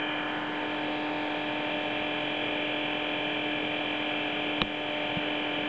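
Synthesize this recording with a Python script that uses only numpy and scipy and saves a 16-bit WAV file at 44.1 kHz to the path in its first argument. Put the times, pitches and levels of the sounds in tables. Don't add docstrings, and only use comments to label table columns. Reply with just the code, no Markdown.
import sys
import numpy as np
from scipy import signal
from scipy.io import wavfile
from scipy.ndimage import uniform_filter1d

SR = 44100
rng = np.random.default_rng(int(sys.argv[2]) if len(sys.argv) > 2 else 0)


def volts_from_decibels(level):
    exponent = np.asarray(level, float) / 20
    return 10 ** exponent


def generate_wav(signal):
    frames = np.transpose(np.atleast_2d(signal))
    scaled = np.clip(frames, -1, 1) * 32767
    pcm = np.round(scaled).astype(np.int16)
    wavfile.write(sys.argv[1], SR, pcm)


N = 250488

# (time [s], speed [turns/s])
SHAFT_SPEED = [(0, 43.11), (0.3, 43.085), (1.0, 43.072), (2.1, 42.973), (2.8, 42.943), (3.5, 42.966),
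               (4.2, 42.897), (5.1, 42.815), (5.4, 42.745), (5.68, 42.73)]
SPEED_START_HZ = SHAFT_SPEED[0][1]
# (frequency [Hz], level [dB in 7 Hz])
AIR_LEVEL = [(60.0, -74), (150.0, -54), (280.0, -55), (540.0, -51.5), (750.0, -54), (920.0, -58),
             (1230.0, -60.5), (1610.0, -56), (2040.0, -58.5), (2300.0, -55.5), (2950.0, -55),
             (3330.0, -57.5), (3590.0, -67), (3890.0, -73.5), (4360.0, -86.5), (4920.0, -87),
             (5220.0, -105)]


def read(points, hz):
    f, value = np.transpose(points)
    return np.interp(np.log(hz + 1), np.log(f + 1), value)


def tones(turns, faint_db=-5, waver_db=1., scatter_rad=.45):
    # (multiple of shaft speed [-], level [dB rms])
    orders = [(1, -72.0), (3, -55.0), (4, -58.0), (5, -58.0), (7, -38.0), (10, -47.0), (12, -51.0),
              (13, -53.0), (14, -41.0), (16, -52.0), (17, -46.0), (18, -50.0), (19, -60.0), (20, -55.0),
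              (21, -48.0), (24, -55.0), (25, -63.0), (26, -63.0), (28, -58.0), (39, -52.0), (40, -51.0),
              (41, -56.0), (49, -61.0), (50, -59.0), (51, -53.0), (52, -54.0), (54, -56.0), (55, -44.0),
              (56, -43.0), (57, -47.0), (58, -58.0), (59, -59.0), (60, -50.0), (61, -58.0), (62, -48.0),
              (63, -54.0), (65, -61.0), (66, -58.0), (67, -58.0), (70, -55.0), (71, -46.0), (72, -44.0),
              (73, -53.0), (74, -60.0), (75, -59.0), (77, -48.0), (78, -51.0), (79, -53.0), (80, -63.0),
              (81, -67.0), (86, -65.0), (88, -70.0), (89, -72.0), (90, -74.0), (93, -74.0), (96, -80.0),
              (97, -83.0), (98, -85.0), (99, -80.0), (100, -82.0), (101, -89.0), (104, -87.0), (105, -86.0),
              (106, -79.0), (107, -82.0), (108, -89.0), (111, -85.0), (112, -83.0), (114, -82.0),
              (116, -86.0), (118, -86.0)]
    in_step = [51, 52, 54, 55, 56, 57, 71, 72, 77, 78, 79]
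    multiples = np.arange(1, 122)
    grid_s = np.arange(0, N / SR + .02, .01)

    level_db = read(AIR_LEVEL, multiples * SPEED_START_HZ) + faint_db
    for order, db in orders:
        level_db[int(order) - 1] = db

    drift = rng.standard_normal((len(grid_s), len(multiples)))
    drift = uniform_filter1d(drift, size=25, axis=0).T
    waver = waver_db * drift / drift.std()
    gain_db = level_db[:, None] + swing_db(multiples, grid_s) + waver
    peaks = np.sqrt(2) * volts_from_decibels(gain_db)

    free_rad = rng.random(len(multiples)) * 2 * np.pi
    loose_rad = scatter_rad * rng.standard_normal(len(multiples))
    phases_rad = np.where(np.isin(multiples, in_step), loose_rad, free_rad)

    now_s = np.arange(N) / SR
    out = np.zeros(N)
    for multiple, peak, phase_rad in zip(multiples, peaks, phases_rad):
        out += np.interp(now_s, grid_s, peak) * np.cos(2 * np.pi * multiple * turns + phase_rad)
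    return out


def swing_db(multiples, t_s):
    # (time [s], turned away from the motor [0-1 nominal], tilted up [0-1])
    hold = [(0, 1.01, 0.06), (.4, 0.9, 0.6), (.7, 0.42, .6), (1.0, 0.04, 0.8), (1.25, 0.07, 0.78),
            (1.5, .08, 0.49), (1.9, 0, 0.33), (2.501, .02, 0), (3.5, 0.03, 0.01), (4.5, 0, .02),
            (5.68, 0.15, 0.13)]
    # (frequency [Hz], gain turned away [dB], gain tilted up [dB])
    postures = [(125, -3.5, -1.1), (300, -0.5, -0.1), (615, -4.5, -0.5), (930, 2, 5.5), (1480, 9.5, -2),
                (1700, 5, 1), (2470, -2.5, -6.5), (2630, -11.5, -1.5), (2880, 1.7, -9.5), (3090, 0, -10),
                (3350, -10.5, -3.5), (3840, -5, 5.5), (4640, -3, 4.5)]
    # (time [s], 1/e half length [s], centre [Hz], gain [dB])
    fades = [(.05, .2, 2400, 3.5), (.08, .2, 3090, 2), (3.0, 0.95, 3400, 0.5), (3.7, .5, 950, -2.5),
             (4.6, .6, 740, 2.2), (0.43, .15, 2400, -7), (.42, .15, 600, -6.5), (1.1, .15, 3090, -5.5),
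             (4, .6, 600, -2), (4.9, .3, 2400, -1.5)]
    fade_octaves = 0.1

    hz = np.maximum(multiples, 1) * SPEED_START_HZ
    hold_s, away, up = np.transpose(hold)
    away_db = read([(f, db) for f, db, _ in postures], hz)
    up_db = read([(f, db) for f, _, db in postures], hz)
    gain_db = np.outer(away_db, np.interp(t_s, hold_s, away))
    gain_db = gain_db + np.outer(up_db, np.interp(t_s, hold_s, up))
    for at_s, half_s, fade_hz, db in fades:
        in_band = np.exp(-(np.log2(hz / fade_hz) / fade_octaves) ** 2)
        in_time = np.exp(-((t_s - at_s) / half_s) ** 2)
        gain_db = gain_db + db * np.outer(in_band, in_time)
    return gain_db


def blows():
    # (time [s], knock peak [dB], plastic snap peak [dB])
    hits = [(4.6162, -19.5, -5), (5.168, -22.5, -52), (5.622, -36, -43)]
    # (frequency [Hz], level [dB], t60 [s])
    board_modes = [(121, -6, 0.044), (176, 13, 0.036), (257, -2, 0.073)]
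    # (frequency [Hz], level [dB], t60 [s])
    switch_modes = [(25, -27, 0.13), (83, -26, 0.13), (207.6, -27.5, 0.28), (373, -22, 0.095),
                    (500, -18, 0.059), (677, -17, 0.02), (1160, -6, 0.0097), (1810, -16.5, 0.014),
                    (2450, -11.5, 0.021), (3040, 2.5, 0.0057), (3750, -6, 0.0092), (5550, -28.5, 0.0068)]

    out = np.zeros(N + SR)
    knock = ring(board_modes, rise_s=0.0035)
    snap = ring(switch_modes, rise_s=0.0012)
    for at_s, knock_db, snap_db in hits:
        at = round(at_s * SR)
        out[at:at + len(knock)] += volts_from_decibels(knock_db) * knock + volts_from_decibels(snap_db) * snap
    return out[:N]


def ring(modes, rise_s):
    t = np.arange(SR // 5) / SR
    sound = sum(volts_from_decibels(db - 60 * t / t60_s) * np.sin(2 * np.pi * hz * t) for hz, db, t60_s in modes)
    sound = sound * (1 - np.exp(-(t / rise_s) ** 2))
    return sound / abs(sound).max()


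def air():
    # (frequency [Hz], share of path gain [-])
    follows = [(150, .7), (500, .2), (2000, .4), (2700, .6), (3300, .4), (3700, 1.2), (4500, 1.5)]

    def level_db(hz, t_s):
        source_db = read(AIR_LEVEL + [(9000, -140)], hz)[:, None]
        return source_db + read(follows, hz)[:, None] * swing_db(hz / SPEED_START_HZ, t_s)

    return noise(level_db, patchy_db=1.)


def hiss():
    # (frequency [Hz], level [dB in 7 Hz])
    hiss_level = [(20, -72.5), (60, -81.5), (4000, -92), (5300, -89), (6200, -90), (7600, -91.5),
                  (8200, -99), (8800, -117), (9500, -150)]
    return noise(lambda hz, t_s: read(hiss_level, hz)[:, None] + 0 * t_s)


def noise(db, patchy_db=0.):
    frames = N // 256 + 5
    hz = np.fft.rfftfreq(1024, 1 / SR)
    real, imag, patches = rng.standard_normal((frames, 513, 3)).T
    patches = uniform_filter1d(patches, size=8, axis=0)
    patches = uniform_filter1d(patches, size=12, axis=1)
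    field_db = db(hz, np.arange(frames) * 256 / SR) + patchy_db * patches / patches.std()
    unit = np.sqrt(SR / 1024 / 7 / 4)
    spectra = unit * (real + 1j * imag) * volts_from_decibels(field_db)
    return signal.istft(spectra, nperseg=1024, noverlap=768)[1][:N]


def scene():
    speed_hz = np.interp(np.arange(N) / SR, *np.transpose(SHAFT_SPEED))
    turns = np.cumsum(speed_hz) / SR
    return (tones(turns) + air() + blows())[None]


def roll_off(x):
    return signal.sosfilt(signal.butter(12, 8850, fs=SR, output="sos"), x)


def record(dry, knee_db=-24, squeeze_db_per_db=0.48, detector_fall_db_per_s=25):
    power = uniform_filter1d(dry[0] ** 2, size=132, origin=65)
    power_db = 10 * np.log10(abs(power) + 1e-12)
    fall_db = np.arange(N) * detector_fall_db_per_s / SR
    held_db = np.maximum.accumulate(power_db + fall_db) - fall_db
    over_db = np.maximum(held_db - knee_db, 0)
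    lagged_db = signal.lfilter([1 / 200], [1, 1 / 200 - 1], over_db)
    ducked = dry / volts_from_decibels(squeeze_db_per_db * lagged_db)
    dc_offset = -.0015
    return roll_off(ducked + hiss() + dc_offset)


dry = scene()
out = record(dry)
generate_wav(out)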